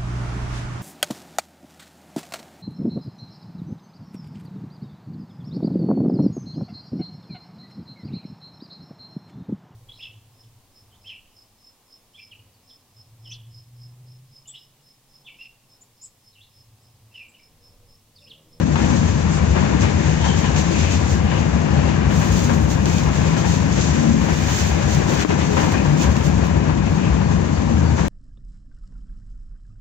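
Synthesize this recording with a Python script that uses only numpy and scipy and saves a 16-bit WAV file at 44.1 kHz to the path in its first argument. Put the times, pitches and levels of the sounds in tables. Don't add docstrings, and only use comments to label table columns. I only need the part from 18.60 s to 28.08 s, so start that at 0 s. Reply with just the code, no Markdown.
import sys
import numpy as np
from scipy import signal
from scipy.fft import rfft, irfft, next_fast_len
from scipy.io import wavfile
from scipy.ndimage import uniform_filter1d, minimum_filter1d

SR = 44100
rng = np.random.default_rng(int(sys.argv[2]) if len(sys.argv) > 2 else 0)


def output_pcm(signal):
    pcm = np.clip(np.atleast_2d(signal).T, -1, 1) * 32767
    wavfile.write(sys.argv[1], SR, np.round(pcm).astype(np.int16))


N = 418180
TIME = np.arange(N) / SR
MIC_LAG_S = 0.00095

# frequency in Hz, relative level in dB.
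BOOM_TONE = [(12, -59), (28, -45), (40, -23.5), (55, -11), (70, 2), (84, 2), (102, -1.5), (122, -11),
             (150, -18.5), (220, -92)]
DRONE_TONE = [(100, -20.5), (126, -10), (146, -2), (163, -1.5), (180, -3.5), (205, -10.5), (260, -31.5),
              (400, -83)]
HUM_TONE = [(140, -36.5), (195, 0), (225, -0.5), (270, -3.5), (298, -7), (320, -3.5), (350, -18.5),
            (430, -18.5), (600, -20), (1200, -82.5)]
# time in seconds, fader in dB.
BOOM_RIDE = [(0, -22), (2.2, -21), (3.7, -22.5), (4.7, -21.5), (5.5, -23.5), (6.25, -20), (6.5, -26.5),
             (7.3, -22.5), (8.2, -21.5), (9.48, -22.5)]
DRONE_RIDE = [(0, -20), (.5, -23.5), (.7, -23), (2.1, -22.5), (2.25, -28.5), (2.7, -22.5), (3.9, -22),
              (5.2, -21.5), (5.6, -21), (5.94, -27), (6.3, -23), (7.1, -23.5), (8.8, -20.5), (9.02, -28),
              (9.15, -21), (9.48, -24)]
HUM_RIDE = [(0, -25), (.33, -21.5), (.6, -31.5), (1.15, -23.5), (1.55, -30), (1.9, -26.5), (2.8, -27.5),
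            (3.3, -25.5), (3.95, -26), (4.4, -27.5), (5.25, -28), (5.5, -23.5), (5.95, -30.5), (6.7, -26),
            (7.6, -25.5), (8.4, -27), (9.1, -27), (9.48, -27.5)]
# peak time in seconds, boost or cut in dB.
TRACK_DIPS = [(.48, 3), (.76, -3), (.9, 7), (1.06, -2), (1.24, 4), (2.07, -6), (2.24, 1), (3.06, -6),
              (3.2, 7.5), (3.45, 6), (3.72, 4.5), (3.86, 3.5), (4.03, 6), (4.722, -10), (5.42, -6),
              (7.37, -11), (7.5, 6), (7.67, -1), (7.77, 6), (7.98, 3.5), (8.4, -13), (8.54, 4.5), (9.25, 6)]


def car_body():
    (boom_db,), (drone_db,), (hum_db,) = in_time(BOOM_RIDE), in_time(DRONE_RIDE), in_time(HUM_RIDE)
    lurch_db = sum(db * swell(s, half_s=0.063) for s, db in TRACK_DIPS)
    boom = sustained(cabin_noise(BOOM_TONE, diffuse=0.0094), window_s=0.16)
    hum = sustained(cabin_noise(HUM_TONE, diffuse=0.023), window_s=0.15)
    drone = sustained(cabin_noise(DRONE_TONE, diffuse=0.034), window_s=0.15)
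    return from_db(boom_db + lurch_db) * boom + from_db(drone_db + 0.4) * drone + from_db(hum_db) * hum


# peak time in seconds, half length in seconds, pitch in Hz,
# glide in Hz per second, level in dB.
BODY_MOANS = [(0.696, 0.16, 158.1, -21, -22), (0.884, 0.12, 80, 4.5, -21), (1.573, 0.18, 158.3, 0.5, -21.5),
              (2.13, 0.05, 313, -2, -29), (2.399, 0.45, 82, -5, -23), (2.657, 0.14, 168, 0.5, -23),
              (3.17, 0.086, 143.7, -1, -24), (3.59, 0.14, 161, -0.5, -21.5), (3.94, 0.065, 226, 2.5, -17.5),
              (4.687, 0.063, 160, -1, -16.5), (5.485, 0.19, 230, -34.5, -16.5),
              (5.85, 0.23, 72.4, -2.5, -26.5), (6.367, 0.11, 147, -44, -17.5), (6.712, 0.022, 420, 0, -23),
              (6.925, 0.071, 418, -0.5, -25), (7.152, 0.071, 240, 0, -26), (7.34, 0.21, 147, 46, -20),
              (7.675, 0.12, 152.4, 5.5, -18.5), (9.117, 0.13, 232.6, -0.5, -22.5),
              (9.234, 0.21, 84, -0.5, -20)]


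def moans():
    out, waver_hz = np.zeros((2, N)), 2.85 * drift(9.7)
    for s, half_s, hz, glide, db in BODY_MOANS:
        pitch = hz + glide * np.clip(TIME - s, -half_s, half_s) + waver_hz
        cycles = np.cumsum(pitch) / SR - hz * np.array([[0], [MIC_LAG_S]])
        tone = np.sqrt(2) * np.sin(2 * np.pi * cycles)
        out += from_db(db) * swell(s, half_s) * window_pan(hz) * tone
    return out * from_db(2.3 * drift(17))


# start in seconds, release in seconds, gain change in dB.
ROUGH_STRETCHES = [(0.13, 0.29, 2), (0.937, 0.25, 4), (1.16, .4, 2), (1.634, 0.47, 1.5), (2.082, 0.27, 1.5),
                   (2.703, 0.13, 2), (3.15, 0.22, 0.5), (3.467, 0.36, -0.5), (3.872, 0.055, 3),
                   (5.67, 0.057, 4), (6.38, 0.43, 1.5), (6.686, 0.22, 0), (6.95, 0.24, 3.5),
                   (7.398, 0.12, 3), (7.8, 0.14, 2.5), (8.047, 0.076, 1.5), (9.36, 0.11, 5)]


def rough_rail(attack_s=0.029):
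    boost_db = np.zeros(N)
    for s, release_s, db in ROUGH_STRETCHES:
        rise, fall = (TIME - s) / attack_s, 1 - (TIME - s - attack_s) / release_s
        boost_db += db * np.clip(np.minimum(rise, fall), 0, 1)
    return boost_db


# frequency in Hz, relative level in dB.
ROAR_TONE = [(200, -31), (330, 5), (430, 2), (520, 1), (630, -2.5), (830, -2), (1020, -3.5), (1200, -6.5),
             (1600, -13), (3000, -74)]
STEEL_TONE = [(900, -20.5), (1350, -2), (1650, 3), (1950, 0.5), (2200, -1), (2450, -0.5), (2750, -3.5),
              (3300, -8.5), (4200, -11.5), (6000, -15.5), (9000, -65)]
# time in seconds, roar fader in dB, steel fader in dB.
ROLLING_RIDE = [(0.0, -31, -37), (1.24, -30, -35.5), (1.4, -31.5, -34), (2.9, -29, -35.5),
                (3.62, -28.5, -34), (4.09, -30, -37), (4.62, -28.5, -34), (5.65, -30.5, -35),
                (5.91, -30.5, -32), (6.47, -28.5, -34.5), (9.29, -30.5, -38.5), (9.48, -31.5, -39)]


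def wheels(roar_trim_db=-1, steel_trim_db=-1.54):
    roar_db, steel_db = in_time(ROLLING_RIDE)
    boost_db, flutter = rough_rail(), drift(15.6)
    roar_gain = from_db(roar_db + roar_trim_db + boost_db + 0.87 * flutter)
    steel_gain = from_db(steel_db + steel_trim_db + 0.96 * boost_db + 0.7 * flutter)
    roar = roar_gain * cabin_noise(ROAR_TONE, diffuse=0.66, lag_s=0.001)
    steel = steel_gain * cabin_noise(STEEL_TONE, diffuse=0.9, lag_s=0.001384)
    return roar + steel


# start in seconds, thud fader in dB, clank fader in dB, clank attack in
# seconds.
JOINT_HITS = [(0.156, -42.5, -20.5, 0.00035), (0.172, -34, -31, 0.0022), (0.238, -27, -26.5, 0.00093),
              (0.96, -35, -24, .005), (1.02, -36, -28, .005), (1.141, -28, -32, .005),
              (1.23, -32, -26.5, 0.0025), (1.638, -44, -24.5, 0.0021), (1.84, -36, -27, 0.0016),
              (1.975, -28, -27.5, 0.0033), (2.109, -20, -46, 0.0022), (2.712, -39, -29, 0.0028),
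              (3.409, -42, -31, 0.0022), (3.504, -30, -26.5, 0.0016), (3.612, -40, -25.5, .002),
              (3.893, -28, -25, 0.00069), (4.257, -18.5, -30, 0.0024), (4.671, -40, -27, 0.0014),
              (4.765, -40, -27.5, 0.0013), (4.846, -42, -27, .001), (5.18, -36, -31, 0.003),
              (5.882, -45, -27.5, 0.0009), (6.395, -21.5, -36, .002), (6.485, -27, -29, 0.0032),
              (6.697, -22, -23, .008), (6.968, -25, -20.5, .0008), (6.994, -30, -27, 0.0012),
              (7.028, -25, -26.5, 0.002), (7.068, -27, -42, 0.0018), (7.135, -25.5, -24.5, .005),
              (7.251, -40, -29, .004), (7.436, -31, -26, .002), (7.551, -44, -28.5, 0.0023),
              (8.09, -26, -39, 0.0023), (8.612, -40, -31, .002), (9.379, -33, -32, 0.0022)]
# frequency in Hz, relative level in dB.
THUD_TONE = [(120, -18), (240, -12), (340, 16), (500, -2), (900, -10), (2000, -45)]
# centre in Hz, bandwidth in Hz, relative level in dB.
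BOGIE_MODES = [(480, 270, -17), (776, 150, 1), (940, 390, 9.5), (1355, 200, 6), (1730, 130, 5),
               (1900, 560, -1), (2570, 1900, -4.5), (3150, 380, -12)]


def knocks():
    times, thud_db, clank_db, attack_s = np.transpose(JOINT_HITS)
    thud = hit_envelope(times, thud_db, t60=0.14, attack_s=0.0024) * cabin_noise(THUD_TONE, diffuse=0.24)
    clank_gain = hit_envelope(times, clank_db - 4, t60=0.25, attack_s=attack_s)
    clank = clank_gain * cabin_noise(through_floor(BOGIE_MODES), diffuse=1, lag_s=0.00088)
    return thud + clank + chatter(times + attack_s, clank_db - 5)


def chatter(times, dbs, count=4, gap_s=0.016, loss_db=10.5):
    gaps = gap_s * (.5 + rng.random((len(times), count)))
    contact_s = times[:, None] + np.cumsum(gaps, axis=1) - gaps[:, :1]
    contact_db = dbs[:, None] - loss_db * np.arange(count)
    return plate_ring(contact_s.ravel(), contact_db.ravel())


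# pitch in Hz, relative level in dB, 60 dB decay in seconds.
PLATE_MODES = [(555, -1.5, 0.15), (747, -6.5, 0.086), (916, 1, 0.14), (989, 1, 0.19), (1090, -4.5, 0.13),
               (1320, -12, 0.074), (1622, 0, 0.13), (1797, -2.5, .16), (1916, -5.5, 0.086),
               (2484, -6.5, .18), (2800, -13, 0.17), (2920, -12, 0.15)]


def plate_ring(times, dbs, spread_db=3):
    starts, out = np.clip(times * SR, 0, N - 1).astype(int), np.zeros((2, N))
    draws = rng.standard_normal((len(starts), 2, len(PLATE_MODES), 2))
    strengths = np.sign(draws[:, 0]) * from_db(spread_db * (draws[:, 1] - .5))
    for k, (hz, db, t60) in enumerate(PLATE_MODES):
        blows = np.full((2, N), 1e-18)
        blows[:, starts] = from_db(dbs + db) * strengths[:, k].T
        r, w = from_db(-60 / (t60 * SR)), 2 * np.pi * hz / SR
        out += window_pan(hz) * signal.lfilter([0, np.sin(w)], [1, -2 * r * np.cos(w), r * r], blows)
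    return out


# peak time in seconds, half length in seconds,
# centre in Hz, bandwidth in Hz, level in dB before the floor muffles it.
STEEL_SCRAPES = [(0.754, .06, 7400, 600, -39), (1.662, 0.074, 830, 110, -27.5),
                 (1.68, 0.16, 3110, 150, -33.5), (1.86, 0.058, 3000, 400, -34),
                 (1.26, 0.11, 2380, 900, -34), (2.24, 0.24, 2480, 500, -31.5),
                 (2.755, 0.18, 2800, 400, -36), (3.247, 0.29, 2760, 350, -39), (4.36, .12, 2430, 120, -37),
                 (4.683, .15, 2380, 400, -38.5), (6.61, 0.12, 1700, 1100, -28),
                 (6.707, 0.031, 2100, 700, -32), (6.82, 0.066, 2200, 1200, -32.5),
                 (7.186, 0.065, 2500, 110, -33.5), (7.4, .06, 2470, 80, -42), (8.1, .05, 1000, 250, -30),
                 (8.27, .05, 2600, 300, -38), (8.45, 0.1, 2580, 300, -35), (8.66, .07, 4500, 120, -46),
                 (8.972, .06, 4560, 120, -47), (9.28, .06, 4570, 150, -46)]


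def scrapes(floor_cutoff_hz=7500):
    out, white = np.zeros((2, N)), rng.standard_normal((2, N))
    for s, half_s, hz, width, db in STEEL_SCRAPES:
        r = np.exp(-np.pi * width / SR)
        ringing = signal.lfilter([1, 0, -1], [1, -2 * r * np.cos(2 * np.pi * hz / SR), r * r], white)
        out += from_db(db) * swell(s, half_s) * window_pan(hz) * rms_one(ringing)
    return butter(out, 4, floor_cutoff_hz)


# pitch in Hz, relative level in dB, 60 dB decay in seconds.
PANEL_MODES = [(315, -1.5, 0.08), (407, -3, 0.054), (603, -7, .035), (1090, -0.5, 0.012), (1630, -10, .012)]


def panel_bump(start_s=6.6487, gain_db=-4.5):
    age = np.maximum(TIME - start_s - np.array([[0], [MIC_LAG_S]]), 0)
    ring = sum(from_db(np.maximum(db - 60 * age / t60, -200)) * np.sin(2 * np.pi * hz * age)
               for hz, db, t60 in PANEL_MODES)
    return -from_db(gain_db) * pan(16) * butter(ring, 2, 3500)


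# frequency in Hz, relative level in dB.
RUSTLE_TONE = [(1500, -12.5), (3000, -3.5), (4200, -3), (5400, -3), (6200, 1), (6750, 3.5), (7300, -0.5),
               (7900, -9), (8400, -28.5), (10500, -39)]
CRISP_TONE = [(6000, -13), (8500, 2.5), (11000, -2), (13000, -4.5), (14000, -8), (14700, 8), (15400, 0),
              (17000, -28)]
# time in seconds, rustle fader in dB, top fader in dB.
CLOTH_RIDE = [(0, -44.5, -80), (1.0, -40.5, -77), (1.93, -39, -72), (2.2, -35.5, -66), (2.55, -39.5, -67),
              (2.66, -45.5, -76), (2.76, -41, -70), (3.0, -44, -74), (3.25, -41, -75), (3.47, -45, -77),
              (3.6, -41, -60), (4.02, -41.5, -62), (4.48, -41, -66), (4.7, -38.5, -66), (5.06, -39, -67),
              (5.4, -36, -65), (5.55, -39, -67), (6.1, -38.5, -64), (6.68, -38.5, -68), (7.6, -41.5, -65),
              (8.15, -45, -78), (8.6, -44, -78), (9.0, -44, -74), (9.48, -43, -71)]
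# peak time in seconds, half length in seconds, level in dB,
# crisp top in dB relative to that, left over right in dB.
CLOTH_STROKES = [(0.32, 0.44, -38, -24.5, 1), (0.742, 0.076, -39, -30, -1), (1.224, 0.06, -35.5, -24, -1),
                 (1.48, 0.13, -38.5, -27, -1), (1.674, 0.071, -35.5, -41, -1),
                 (1.788, 0.055, -33.5, -21, 1), (1.99, 0.062, -32, -22, 4), (2.21, 0.097, -38, -28, 2),
                 (2.323, 0.065, -34, -25, 1), (2.525, 0.061, -37.5, -19, .5), (3.58, 0.15, -38, -14, -1),
                 (3.77, 0.25, -35.5, -16, -.5), (4.119, 0.058, -36.5, -16, -2), (4.34, 0.16, -36.5, -17, 0),
                 (4.565, 0.076, -38, -23, 0), (4.792, .045, -36.5, -21, 0), (4.905, 0.15, -35.5, -20, 1),
                 (5.22, 0.15, -35, -41, 2), (5.226, .035, -32, -36, 3), (5.755, 0.36, -40, -15, -7),
                 (5.954, 0.24, -32.5, -15, -3), (6.33, 0.097, -36, -15.5, -2), (6.55, 0.2, -36.5, -15.5, 0),
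                 (6.622, 0.05, -36, -22, 2), (6.82, 0.055, -42, -26, 2), (6.998, 0.18, -38, -17, -2),
                 (7.126, 0.028, -38, -15, -3), (7.417, 0.069, -33, -17, -7), (7.574, 0.057, -40, -16, -11),
                 (7.655, 0.054, -39, -13, -6), (7.866, 0.045, -45, -11, -10), (8.332, 0.11, -48, -16, -1),
                 (9.414, .08, -43, -26, -3)]


def sleeve(rustle_trim_db=-0.5, crisp_trim_db=5):
    rustle_db, crisp_db = in_time(CLOTH_RIDE)
    rustle_power = (from_db(rustle_db + rustle_trim_db) * pan(-.6)) ** 2
    crisp_power = from_db(crisp_db + crisp_trim_db) ** 2
    for s, half_s, db, top_db, side_db in CLOTH_STROKES:
        stroke = from_db(db) * swell(s, half_s, lean=0.15)
        rustle_power += (stroke * pan(side_db)) ** 2
        crisp_power += (stroke * from_db(top_db)) ** 2
    grip = drift(25)
    rustle = np.sqrt(rustle_power) * from_db(1.1 * grip) * fibres(RUSTLE_TONE)
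    crisp = np.sqrt(crisp_power) * from_db(1.2 * grip) * pan(-13) * fibres(CRISP_TONE)
    return rustle + crisp


def fibres(tone):
    slips = crackle(tone, per_s=14000, spread_db=1.5)
    snags = crackle(tone, per_s=140, spread_db=2)
    return slips + from_db(-13) * snags


# start in seconds, level in dB, crisp top in dB, left over right in dB.
TRIM_CLICKS = [(0.162, -32, -70, 7), (1.209, -26, -60, 10), (1.219, -24, -60, 2), (1.861, -27, -70, -1),
               (1.962, -17, -45, 0), (2.637, -40, -47, -10), (3.599, -35, -37, -5), (3.619, -27, -50, -5),
               (3.792, -23, -50, -2), (4.257, -18, -42, 3), (4.298, -26, -50, -2), (4.382, -21.5, -50, 0),
               (4.385, -28, -55, 0), (5.18, -30, -60, 0), (5.211, -21, -55, 1), (6.597, -26, -55, 6),
               (6.625, -22, -50, 2), (7.121, -30, -39, -8), (7.414, -22, -45, -11), (7.421, -23, -45, -11),
               (7.566, -21.5, -50, -3), (7.843, -34, -55, -9), (8.714, -31, -58, -8), (8.725, -33, -60, -6),
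               (9.181, -37, -48, -3)]
# frequency in Hz, relative level in dB.
CLICK_TONE = [(1500, -15), (2600, 6), (3500, -2), (5200, -2), (6700, 5), (7500, -3), (8600, -29),
              (14000, -44), (17000, -44)]


def trim_clicks(t60=0.0096):
    times, db, crisp_db, side_db = np.transpose(TRIM_CLICKS)
    direct = np.array([hit_envelope(times, db + 20 * np.log10(gain), t60, attack_s=0.00031)
                       for gain in pan(side_db)])
    tail = hit_envelope(times, db - 15.5, t60=0.19, attack_s=0.0027)
    crisp = hit_envelope(times, crisp_db, t60, attack_s=0.0002) * pan(-15)
    return np.hypot(direct, tail) * crackle(CLICK_TONE) + crisp * crackle(CRISP_TONE)


def rattle(count=200, softest_db=-44, spread_db=7):
    when, strength = rng.random((count, 2)).T
    times = when * N / SR
    return plate_ring(times, softest_db + spread_db * strength + np.interp(times, TIME, rough_rail()))


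def fittings(count=50, softest_db=-37, spread_db=7):
    when, strength = rng.random((count, 2)).T
    ticks = hit_envelope(when * N / SR, softest_db + spread_db * strength, t60=0.098, attack_s=0.00041)
    return ticks * cabin_noise(through_floor(BOGIE_MODES), diffuse=0.24, lag_s=0.00085)


# frequency in Hz, left over right in dB.
WINDOW_BALANCE = [(60, 6), (120, 6.5), (220, 8), (400, 10.5), (1000, 10.5), (1600, 6), (2500, 6),
                  (4400, 10.5)]


def window_pan(hz):
    return pan(at_hz(WINDOW_BALANCE, hz))


def cabin_noise(tone, diffuse, lag_s=MIC_LAG_S):
    size = next_fast_len(N)
    hz = np.arange(size // 2 + 1) * SR / size
    white = rfft(rng.standard_normal((3, size)))
    direct = white[2] * np.exp(-2j * np.pi * hz * np.array([[0], [lag_s]]))
    field = np.sqrt(1 - diffuse) * direct + np.sqrt(diffuse) * white[:2]
    colour_db = at_hz(tone, hz) + standing_waves(hz, depth_db=1.3, spacing_hz=35)
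    x = irfft(field * from_db(colour_db) * window_pan(hz), size)[:, :N]
    return x / np.std(x.mean(axis=0))


def crackle(tone, per_s=SR, spread_db=0):
    size = next_fast_len(N)
    clicks = (rng.random((2, size)) < per_s / SR) * rng.choice([-1, 1], (2, size))
    clicks = clicks * from_db(spread_db * np.minimum(rng.exponential(1, (2, size)), 6))
    hz = np.arange(size // 2 + 1) * SR / size
    colour_db = at_hz(tone, hz) + standing_waves(hz, depth_db=1.2, spacing_hz=110)
    x = irfft(rfft(clicks) * from_db(colour_db), size)[:, :N]
    return x / np.std(x.mean(axis=0))


def standing_waves(hz, depth_db, spacing_hz):
    knots = np.arange(0, SR / 2, spacing_hz)
    heights = rng.standard_normal(SR // 8)[:len(knots)]
    return depth_db * np.interp(hz, knots, heights) * hz / (hz + 300)


def through_floor(modes, cutoff_hz=4500):
    hz = np.geomspace(100, SR / 2, 600)
    power = sum(from_db(db) ** 2 / (1 + ((hz - f * f / hz) / width) ** 2) for f, width, db in modes)
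    return np.transpose([hz, 10 * np.log10(power / (1 + (hz / cutoff_hz) ** 6))])


def sustained(x, window_s):
    power = uniform_filter1d(x.mean(axis=0) ** 2, int(window_s * SR))
    return x / np.sqrt(power + 1e-9)


def hit_envelope(times, dbs, t60, attack_s):
    energy = np.zeros(N)
    for s, db, attack in np.broadcast(times, dbs, attack_s):
        start = int(np.clip(s * SR, 0, N - 1))
        age = TIME[:min(SR, N - start)]
        blow = from_db(db - 60 * age / t60) * (1 - np.exp(-age / attack))
        energy[start:start + len(age)] += blow ** 2
    return np.sqrt(energy)


def swell(s, half_s, lean=0):
    out = np.zeros(N)
    first, last = np.searchsorted(TIME, [s - 2 * half_s, s + 2 * half_s])
    age = TIME[first:last] - s
    span = half_s * (1 + lean * np.sign(age))
    out[first:last] = np.cos(np.pi / 2 * np.clip(age / span, -1, 1)) ** 2
    return out


def drift(rate_hz):
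    hop, settle = 40, 2000
    r = np.exp(-2 * np.pi * rate_hz * hop / SR)
    slow = signal.lfilter([1], [1, -2 * r, r * r], rng.standard_normal(N // hop + settle + 2))[settle:]
    return np.interp(np.arange(N) / hop, np.arange(len(slow)), rms_one(slow))


def pan(db):
    gains = from_db(np.array([np.atleast_1d(db), -np.atleast_1d(db)]) / 2)
    return gains / np.sqrt(np.mean(gains ** 2, axis=0))


def in_time(ride):
    s, *faders = np.transpose(ride)
    return [np.interp(TIME, s, fader) for fader in faders]


def at_hz(points, hz):
    f, value = np.transpose(points)
    return np.interp(np.log(np.maximum(hz, 1)), np.log(f), value)


def butter(x, order, hz, kind="low"):
    return signal.sosfilt(signal.butter(order, hz, kind, fs=SR, output="sos"), x)


def from_db(db):
    return 10 ** (np.asarray(db) / 20)


def rms_one(x):
    return x / np.sqrt(np.mean(x ** 2) + 1e-20)


def scene():
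    running = car_body() + moans() + wheels() + scrapes()
    blows = knocks() + panel_bump() + trim_clicks() + rattle() + fittings()
    return running + blows + sleeve()


def limiter(x, ceiling_db=-2.5, ahead_s=0.011, hold_s=0.023, release_db_per_s=249):
    over_db = np.maximum(20 * np.log10(np.abs(x).max(axis=0) + 1e-9) - ceiling_db, 0)
    ahead, hold = int(ahead_s * SR), int(hold_s * SR)
    held_db = -minimum_filter1d(-over_db, ahead + hold, origin=(hold - ahead) // 2)
    recovery = release_db_per_s * TIME
    cut_db = np.maximum.accumulate(held_db + recovery) - recovery
    return x * from_db(-uniform_filter1d(cut_db, ahead))


# time in seconds, level in dB.
WHINE_RIDE = [(0, -71), (.8, -75), (2.8, -70), (8.2, -79), (8.8, -66), (9.48, -74)]


def whine(hz=9700):
    (db,) = in_time(WHINE_RIDE)
    return from_db(db) * np.sqrt(2) * np.sin(2 * np.pi * hz * TIME) * np.array([[0], [1]])


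def record(dry, low_cut_hz=35, high_cut_hz=15650):
    heard = butter(limiter(dry), 3, low_cut_hz, "high") + whine()
    return signal.sosfilt(signal.ellip(12, .1, 90, high_cut_hz, fs=SR, output="sos"), heard)


dry = scene()
out = record(dry)
output_pcm(out)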